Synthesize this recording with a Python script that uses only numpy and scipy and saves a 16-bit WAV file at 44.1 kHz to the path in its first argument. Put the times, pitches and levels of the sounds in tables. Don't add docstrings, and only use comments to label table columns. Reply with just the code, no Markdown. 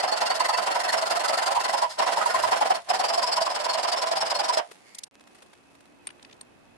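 import sys
import numpy as np
from scipy import signal
from scipy.fft import rfft, irfft, next_fast_len
from scipy.io import wavfile

SR = 44100
rng = np.random.default_rng(int(sys.argv[2]) if len(sys.argv) > 2 else 0)


def volts_from_db(level):
    exponent = np.asarray(level, float) / 20
    return 10 ** exponent


def unload_wav(signal):
    wavfile.write(
        sys.argv[1],
        SR,
        np.round(np.clip(np.atleast_2d(signal).T, -1, 1) * 32767).astype(np.int16),
    )


N = 298557

# (turn time [s], force on the teeth [dB], push on the bench [dB])
STROKES = [(-.02, -25.5, -21), (0.022, -28, -23), (0.068, -29.5, -27.5), (0.111, -26.5, -25),
           (0.157, -26, -26.5), (0.201, -24, -20), (0.248, -25, -26), (0.293, -26.5, -22.5),
           (.337, -26.5, -28), (0.391, -24.5, -22), (.435, -26, -24.5), (0.48, -25.5, -26),
           (0.522, -30.5, -26), (0.566, -27, -21.5), (0.611, -30, -26), (0.657, -27.5, -20.5),
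           (.698, -29.5, -22), (0.741, -29.5, -22.5), (0.787, -28, -26), (0.831, -28.5, -23.5),
           (0.874, -27, -26), (0.918, -24, -21), (.965, -28, -24), (1.008, -29, -23.5), (1.049, -30, -27.5),
           (1.096, -25, -21), (1.146, -27.5, -23.5), (1.19, -29, -24.5), (1.232, -25.5, -24),
           (1.274, -25, -22), (1.321, -28, -21.5), (1.367, -26, -22.5), (1.411, -29, -23.5),
           (1.454, -25, -21.5), (1.501, -28.5, -22.5), (1.544, -31, -23), (1.59, -29.5, -25.5),
           (1.633, -26.5, -21.5), (1.675, -29, -24), (1.723, -26.5, -23), (1.764, -27.5, -27),
           (1.811, -28, -25), (1.891, -33.5, -40.5), (1.98, -23.5, -18.5), (2.011, -30, -21.5),
           (2.056, -27.5, -21), (2.111, -27.5, -23.5), (2.157, -30, -22.5), (2.205, -33, -22.5),
           (2.25, -30, -26), (2.288, -33, -25), (2.335, -30.5, -22), (2.379, -33, -22),
           (2.419, -29.5, -23.5), (2.464, -33, -23.5), (2.506, -28.5, -17), (2.552, -31, -23.5),
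           (2.601, -29.5, -19), (2.644, -30.5, -23), (2.694, -29, -19), (2.735, -30.5, -27),
           (2.886, -25.5, -20.5), (2.927, -27, -22), (2.985, -25.5, -23.5), (3.029, -26, -20),
           (3.078, -26.5, -23), (3.123, -24.5, -23.5), (3.17, -26, -24), (3.212, -25, -25),
           (3.261, -27, -25), (3.31, -23, -25), (3.355, -24.5, -22.5), (3.4, -25, -27),
           (3.448, -26.5, -25.5), (3.488, -30, -26.5), (3.542, -25.5, -24.5), (3.585, -29, -28),
           (3.635, -25, -24), (3.68, -26, -23.5), (3.727, -23.5, -23.5), (3.768, -27.5, -24.5),
           (3.822, -24.5, -22), (3.867, -24.5, -24), (3.912, -22, -21.5), (3.957, -27.5, -25),
           (4.011, -23.5, -23), (4.055, -27, -26), (4.106, -25.5, -24.5), (4.15, -24.5, -24.5),
           (4.201, -24, -23), (4.246, -28, -26), (4.296, -22, -22), (4.336, -26, -27), (4.384, -24, -23.5),
           (4.426, -26.5, -26.5), (4.477, -23.5, -28), (4.52, -23, -26), (4.564, -23.5, -23)]
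# (frequency [Hz], relative density [dB per Hz])
TEETH_SPECTRUM = [(710, -34), (1200, -4), (1940, -12), (2270, -11.5), (2760, -9.5), (3740, -4.5),
                  (4420, -0.5), (5300, -10), (5900, -7), (9880, -11.5), (11200, -18), (13000, -24)]
# (frequency [Hz], relative density [dB per Hz])
BENCH_SPECTRUM = [(71, -38), (120, -39), (420, -19), (673, -5.5), (893, -11.5), (994, -8), (1180, -14.5),
                  (1950, -19.5), (2520, -24), (3000, -21.5), (3900, -32.5), (6600, -120)]
# (frequency [Hz], width [Hz], level against the driving force [dB])
LOW_BENCH_MODES = [(197.6, 50, -38), (569.5, 27, -21), (631.7, 28, -22), (658.3, 45, -14.5), (700, 27, -15),
                   (773.5, 77, -14), (842, 54, -19.5)]
UPPER_BENCH_MODES = [(918, 260, -23.5), (985, 130, -21.5), (1029, 110, -25)]
FRAME_MODES = [(1310, 107, -20), (1401, 77, -23), (1542, 100, -23.5), (1768, 310, -27.5), (1846, 210, -23),
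               (1996, 160, -22), (2696, 71, -26.5)]
LOW_BLADE_MODES = [(4410, 180, -16), (4637, 260, -18)]
HIGH_BLADE_MODES = [(5075, 380, -6.5), (5234, 230, -12), (5470, 290, -17), (6810, 130, -30.5),
                    (7850, 580, -22)]
# (frequency [Hz], left minus right [dB])
SAW_BALANCE = [(60, -2.0), (230, 0), (900, -3.5), (3480, 1), (13400, 2)]
# (time [s], upper bench modes [dB], frame modes [dB], low blade modes [dB],
# high blade modes [dB], tooth treble above 7 kHz [dB])
SAW_COLOUR = [(0, -8, 4, 4, -3.5, -5), (.55, 9, 10.5, 2, -8, 1), (1.1, -5.5, 8, -2, -4.5, 2.5),
              (1.6, 8, 7, -3, -7.5, 2.8), (2.0, 5, 1, -8, -5, -4.5), (2.3, -5.5, 13.5, -16, -6.5, 6),
              (2.8, -10, -1.5, -2, -3.5, 0), (3.15, 2, -18, 0, 1.5, -2), (3.9, 2.5, -41, -1, -3, -6),
              (4.6, 2.5, 1.5, -5, 0, -7)]
# (time [s], level added at that turn [dB])
RETURN_TURN = [(1.8, 0.5), (2.0, 9), (2.55, 4), (2.7, -3), (2.95, -2)]
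# (time [s], level of the main tone [dB], ringing [Hz])
SNAGS = [(.037, -18, 779), (.123, -17, 660), (.301, -20, 730), (.404, -14.5, 1018), (.491, -18.5, 840),
         (.757, -15.5, 959), (.928, -26, 900), (1.173, -20.5, 700), (1.374, -18.5, 680),
         (1.735, -19.5, 837), (1.825, -16.5, 850), (1.988, -18.5, 627), (2.067, -19, 985),
         (2.171, -16, 935), (2.213, -20.5, 1250), (2.259, -13, 962), (2.344, -13, 1036),
         (2.437, -14.5, 987), (2.519, -14.5, 980), (2.612, -12, 837), (2.656, -18.5, 670),
         (2.704, -9.5, 756), (2.902, -17, 748), (2.997, -16, 760), (3.177, -15.5, 691), (3.236, -18.5, 985),
         (3.372, -18.5, 1003), (3.414, -18, 656), (3.466, -20, 1033), (3.652, -25, 997), (3.92, -24, 746),
         (4.114, -16, 668), (4.349, -22.5, 653), (4.397, -21.5, 812), (4.493, -16, 993),
         (4.572, -15.5, 637)]
# (time [s], room noise [dB], rustle [dB])
ROOM_LEVELS = [(4.5, -64, -54), (4.66, -70, -57), (4.69, -56.5, -59.5), (4.89, -58.5, -62),
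               (5.01, -60.5, -66), (5.12, -63, -77), (5.2, -60, -68), (5.36, -58.5, -63.5),
               (5.52, -60, -65.5), (5.86, -59.5, -69), (6.29, -56, -67.5), (6.47, -58.5, -70),
               (6.77, -58, -71)]
# (frequency [Hz], relative density [dB per Hz])
ROOM_SPECTRUM = [(71, -50), (120, -16), (208, -5.5), (238, -6.5), (389, -7.5), (773, -7), (1310, -13.5),
                 (2500, -18.5), (4970, -29.5), (11100, -36), (12200, -34), (13000, -66)]
RUSTLE_SPECTRUM = [(600, -17), (1800, -6), (3500, -7.5), (7000, -11.5), (11000, -12.5), (13000, -47)]
# (frequency [Hz], width [Hz], level [dB])
HUM_TONES = [(241, 2.5, -69), (280, 2.5, -68), (302, 2.5, -72), (355, 2.5, -69), (2570, 60, -70)]
# (time [s], level [dB])
RUMBLE_LEVEL = [(0, -73.5), (2.25, -71), (2.45, -55), (2.65, -73.5), (4.4, -69), (4.65, -81), (5.5, -71.5),
                (6.77, -65.5)]
# (time [s], nominal peak [dB], length scale [ms])
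TOUCHES = [(4.7087, -37.5, 20.5), (4.753, -50, 13), (5.063, -53, 20), (5.1386, -54, 18), (5.2067, -46, 12),
           (5.2717, -45.5, 12), (5.31, -56, 6), (5.342, -48, 24), (5.3836, -48, 13), (5.418, -42.5, 19),
           (5.462, -51, 8), (5.529, -45.5, 16), (5.71, -56, 14), (5.749, -49, 13), (5.804, -48.5, 13),
           (5.8541, -50.5, 10.5)]
# (time [s], nominal peak [dB], centre [Hz], length scale [ms], drive to the steel's ring [dB])
KNOCKS = [(4.9465, -37, 7140, 12, -10.5), (4.9838, -28.5, 7660, 12.6, -27), (5.034, -28, 6400, 12.4, -27),
          (6.0711, -31.5, 3380, 5, -0.5), (6.073, -38.5, 945, 10.4, -30), (6.073, -34.5, 2830, 10, -30),
          (6.0898, -39, 2360, 7.9, -32), (6.1033, -39, 2440, 9.4, -13.5), (6.196, -47, 2500, 7, -30),
          (6.2273, -42.5, 5040, 8, -15), (6.2488, -38.5, 3280, 7.7, -24), (6.2951, -49, 3000, 11, -30),
          (6.31, -48, 3500, 11, -30), (6.3275, -42, 4200, 9.1, -28), (6.4113, -41.5, 5000, 6.8, 2)]
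# (frequency [Hz], width [Hz], level against the drive [dB])
STEEL_MODES = [(1050, 140, -9), (1950, 130, -10), (3450, 280, -13), (4300, 280, -12), (6900, 270, -7),
               (8660, 86, 5)]
# (time [s], rub level [dB])
SLIDE_LEVEL = [(4.74, -92), (4.876, -61), (5.01, -65.5), (5.08, -90)]
# (frequency [Hz], width [Hz], level against the rub [dB])
SLIDE_MODES = [(2136, 273, 3.5), (4600, 650, -2), (6600, 400, -10)]
# (time [s], peak before the stereo tilt [dB])
TICKS = [(5.112, -44), (5.1546, -33.5), (5.1973, -38), (5.24, -40)]

PAUSE_S = .066
LAST_STROKE_S = 0.045
# level at the turn before it [dB], turn to full force [ms]
TEETH_TURN_DB, BITE_MS = (-46, -46), (13, 20.2)
BENCH_TURN_DB, PUSH_MS = (-33.5, -30), (20.3, 18)
PUSH_LATER_MS_PER_S = (2.87, .3)
TEETH_RELEASE_DB_PER_S, BENCH_RELEASE_DB_PER_S = 332, 369
LEAD_IN_DB_PER_S = 500
SNAG_T60_S = 0.06
TOUCH_HZ, TOUCH_OCTAVES, TOUCH_RING_DB = 2500, 6.5, -25
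KNOCK_OCTAVES, TAP_TOP_HZ = 1.43, 12200
PUFF_CREST_DB = 4.5
SILENCE_S, RETURN_S, FADE_IN_S = 5.083, 5.113, 0.0069
MIC_STOP_HZ = 13600


def in_time(seconds, values):
    return np.interp(np.arange(N) / SR, seconds, values)


def at_hz(points, hz):
    point_hz, point_db = np.transpose(points)
    return np.interp(np.log(hz + 1), np.log(point_hz), point_db)


def colour(x, spectrum):
    size = next_fast_len(N + 4096)
    gain = volts_from_db(at_hz(spectrum, np.arange(size // 2 + 1) * SR / size))
    gain = gain / np.sqrt(np.mean(gain ** 2))
    return irfft(rfft(x, size) * gain, size)[..., :N]


def resonate(x, hz, width_hz):
    r = np.exp(-np.pi * width_hz / SR)
    b = np.sqrt((1 - r * r) / 2) * np.array([1, 0, -1])
    return signal.lfilter(b, [1, -2 * r * np.cos(2 * np.pi * hz / SR), r * r], x + 1e-18)


def grains(per_s, spread_db):
    uneven = volts_from_db(spread_db * np.minimum(rng.exponential(1, (2, N)), 5))
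    sizes = uneven * rng.standard_normal((2, N))
    clicks = sizes * (rng.random((2, N)) < per_s / SR)
    return clicks / np.sqrt(np.mean(clicks ** 2))


def stroke_level(peak_db, turn_db, rise_ms, later_ms_per_s, release_db_per_s, roundness):
    turn_s = np.array(STROKES)[:, 0]
    wait_s, count = np.diff(turn_s, append=np.inf), np.arange(len(turn_s))

    fresh = np.where(np.roll(wait_s, 1) > PAUSE_S, count, 0)
    fresh[0] = 0
    way = (count - np.maximum(np.maximum.accumulate(fresh), 1)) % 2

    length_s = np.where(wait_s > PAUSE_S, LAST_STROKE_S, wait_s)
    rise_s = (np.take(rise_ms, way) + np.take(later_ms_per_s, way) * turn_s) / 1000
    rise_s = np.minimum(rise_s, .9 * length_s)

    k = np.searchsorted(turn_s, np.arange(N) / SR, "right") - 1
    since = np.arange(N) / SR - turn_s[k]
    rising = since < rise_s[k]
    falling_part = np.minimum((since - rise_s[k]) / (length_s - rise_s)[k], 1)
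    off_peak = np.where(rising, 1 - since / rise_s[k], falling_part)

    next_way = np.where(rising, way[k], 1 - way[k])
    low_db = np.take(turn_db, next_way) + next_way * in_time(*np.transpose(RETURN_TURN))
    level_db = peak_db[k] - np.maximum(peak_db[k] - low_db, 6) * off_peak ** roundness
    fading_db = level_db - release_db_per_s * np.maximum(since - length_s[k], 0)
    settling_db = turn_db[0] - 6.5 - LEAD_IN_DB_PER_S * (wait_s[k] - since)
    return volts_from_db(np.maximum(fading_db, settling_db))


def ring_modes(force, modes, drift_db, scatter_db, wander):
    turn_s, out = np.array(STROKES)[:, 0], np.zeros((2, N))
    end = round((turn_s[-1] + .2) * SR)
    stroke = np.searchsorted(turn_s, np.arange(end) / SR)
    driven = (force * volts_from_db(drift_db))[:, :end] + 1e-18
    for hz, width_hz, level_db in modes:
        chance = rng.standard_normal((2, len(turn_s) + 1))
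        gain = volts_from_db(level_db + scatter_db * chance[0])[stroke]
        pitch_hz = (hz * (1 + wander * chance[1]))[stroke]
        turning = np.exp(2j * np.pi * np.cumsum(pitch_hz) / SR)
        r = np.exp(-np.pi * width_hz / SR)
        shifted = driven * (gain * turning.conj())
        slow = signal.lfilter([np.sqrt(8 * (1 - r) ** 3)], [1, -2 * r, r * r], shifted)
        out[:, :end] += (slow * turning).real
    return out


def brighten(x, treble_db):
    low = signal.sosfilt(signal.butter(1, 7000, fs=SR, output="sos"), x)
    return low + volts_from_db(treble_db) * (x - low)


def blade(bite, low_db, high_db):
    low = ring_modes(bite, LOW_BLADE_MODES, low_db, scatter_db=5.5, wander=0.014)
    return low + ring_modes(bite, HIGH_BLADE_MODES, high_db, scatter_db=2.5, wander=0.025)


def bench(push, upper_db):
    body = volts_from_db(-1.5) * colour(push, BENCH_SPECTRUM)
    low = ring_modes(push, LOW_BENCH_MODES, 0, scatter_db=3.0, wander=0.021)
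    return body + low + ring_modes(push, UPPER_BENCH_MODES, upper_db, scatter_db=6.5, wander=0.014)


def hacksaw():
    turn_s, bite_db, push_db = np.transpose(STROKES)
    s, *drifts = np.transpose(SAW_COLOUR)
    upper_db, frame_db, low_blade_db, high_blade_db, treble_db = [in_time(s, d) for d in drifts]
    bite = grains(20000, spread_db=1.5) * stroke_level(
        bite_db, TEETH_TURN_DB, BITE_MS, (0, 0), TEETH_RELEASE_DB_PER_S, roundness=1.78)
    push = grains(9000, spread_db=1.5) * stroke_level(
        push_db, BENCH_TURN_DB, PUSH_MS, PUSH_LATER_MS_PER_S, BENCH_RELEASE_DB_PER_S, roundness=1.1)

    teeth = volts_from_db(-4.0) * brighten(colour(bite, TEETH_SPECTRUM), treble_db)
    frame = ring_modes(bite, FRAME_MODES, frame_db, scatter_db=5.0, wander=0.02)
    high = teeth + blade(bite, low_blade_db, high_blade_db)
    low = bench(push, upper_db) + frame + snags()

    side = np.array([[.5], [-.5]])
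    saw = high * volts_from_db(side * at_hz(SAW_BALANCE, 3200)) + low * volts_from_db(side * at_hz(SAW_BALANCE, 820))
    return signal.sosfilt(signal.butter(2, 90, "high", fs=SR, output="sos"), saw)


def room():
    s, noise_db, rustle_db = np.transpose(ROOM_LEVELS)
    noise = volts_from_db(in_time(s, noise_db)) * colour(rng.standard_normal((2, N)), ROOM_SPECTRUM)
    noise = noise * volts_from_db(np.array([[-1.2], [1.2]]))
    rustle = volts_from_db(in_time(s, rustle_db)) * colour(grains(6000, spread_db=4.0), RUSTLE_SPECTRUM)
    white = rng.standard_normal((2, N)) * (np.arange(N) / SR > RETURN_S)
    hum = sum(volts_from_db(level_db) * resonate(white, hz, width_hz) for hz, width_hz, level_db in HUM_TONES)
    return noise + rustle + hum


def rumble():
    white = rng.standard_normal((3, N))
    mixed = white[:2] + 0.27 * white[2]
    low = signal.sosfilt(signal.butter(1, [75, 190], "band", fs=SR, output="sos"), mixed)
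    low = signal.sosfilt(signal.butter(2, 200, fs=SR, output="sos"), low)
    return volts_from_db(in_time(*np.transpose(RUMBLE_LEVEL))) * low / low.std()


def snags():
    out, t = np.zeros((2, N)), np.arange(6000) / SR
    phase = np.array([[0], [np.pi / 2]])
    shape = (1 - np.exp(-t / 0.00085)) * volts_from_db(-60 * (t / SNAG_T60_S) ** 1.285)
    for s, level_db, hz in SNAGS:
        start, detune = 2 * np.pi * rng.random(2), 1 + 0.032 * rng.standard_normal()
        main = np.sin(2 * np.pi * hz * t + start[0] + phase)
        neighbour = 0.55 * np.sin(2 * np.pi * hz * detune * t + start[1] - phase)
        i = round(s * SR)
        out[:, i:i + 6000] += volts_from_db(level_db) * shape * (main + neighbour)
    return out


def taps():
    out, struck = np.zeros((2, N)), np.zeros((len(STEEL_MODES), 2, N))
    rows = [(s, db, TOUCH_HZ, TOUCH_OCTAVES, ms, TOUCH_RING_DB) for s, db, ms in TOUCHES]
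    rows += [(s, db, hz, KNOCK_OCTAVES, ms, ring_db) for s, db, hz, ms, ring_db in KNOCKS]
    for s, peak_db, hz, octaves, ms, ring_db in rows:
        noise, strength_db = rng.standard_normal((2, 2500)), rng.normal(0, 1.9, len(STEEL_MODES))
        u = np.arange(2500) / SR / (ms / 1000)
        shape = (u / .55 * np.exp(1 - u / .55)) ** 6
        edges = np.clip(hz * 2 ** (np.array([-.5, .5]) * octaves), 60, .45 * SR)
        dull = signal.lfilter([1], [1, -.8], noise)
        puff = signal.sosfilt(signal.butter(2, edges, "band", fs=SR, output="sos"), dull)
        i = round((s - .003) * SR)
        out[:, i:i + 2500] += volts_from_db(peak_db - PUFF_CREST_DB) * shape * puff / puff.std()
        drive = volts_from_db(peak_db + ring_db + strength_db)[:, None, None]
        struck[:, :, i:i + 2500] += drive * shape * noise
    for force, (hz, width_hz, level_db) in zip(struck, STEEL_MODES):
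        out += volts_from_db(level_db) * resonate(force, hz, width_hz)
    return signal.sosfilt(signal.butter(4, TAP_TOP_HZ, fs=SR, output="sos"), out)


def slide():
    s, level_db = np.transpose(SLIDE_LEVEL)
    t = np.arange(N) / SR
    touching = (t > s[0]) & (t < s[-1])
    rub = rng.standard_normal((2, N)) * volts_from_db(in_time(s, level_db)) * touching
    return sum(volts_from_db(mode_db) * resonate(rub, hz, width_hz) for hz, width_hz, mode_db in SLIDE_MODES)


def ticks():
    clicks = np.zeros(N)
    clicks[[round(s * SR) for s, db in TICKS]] = volts_from_db(np.array(TICKS)[:, 1])
    return np.convolve(clicks, np.hanning(7), "same") * volts_from_db(np.array([[-1.5], [1.5]]))


def scene():
    heard = in_time([SILENCE_S - .003, SILENCE_S, RETURN_S, RETURN_S + FADE_IN_S], [1, 0, 0, 1])
    return (hacksaw() + room() + rumble() + taps() + slide()) * heard + ticks()


def band_limit(x):
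    return signal.sosfilt(signal.butter(12, 14050, fs=SR, output="sos"), x)


def record(dry):
    mix = signal.sosfilt(signal.cheby2(12, 50, MIC_STOP_HZ, fs=SR, output="sos"), dry)
    return band_limit(mix)


dry = scene()
out = record(dry)
unload_wav(out)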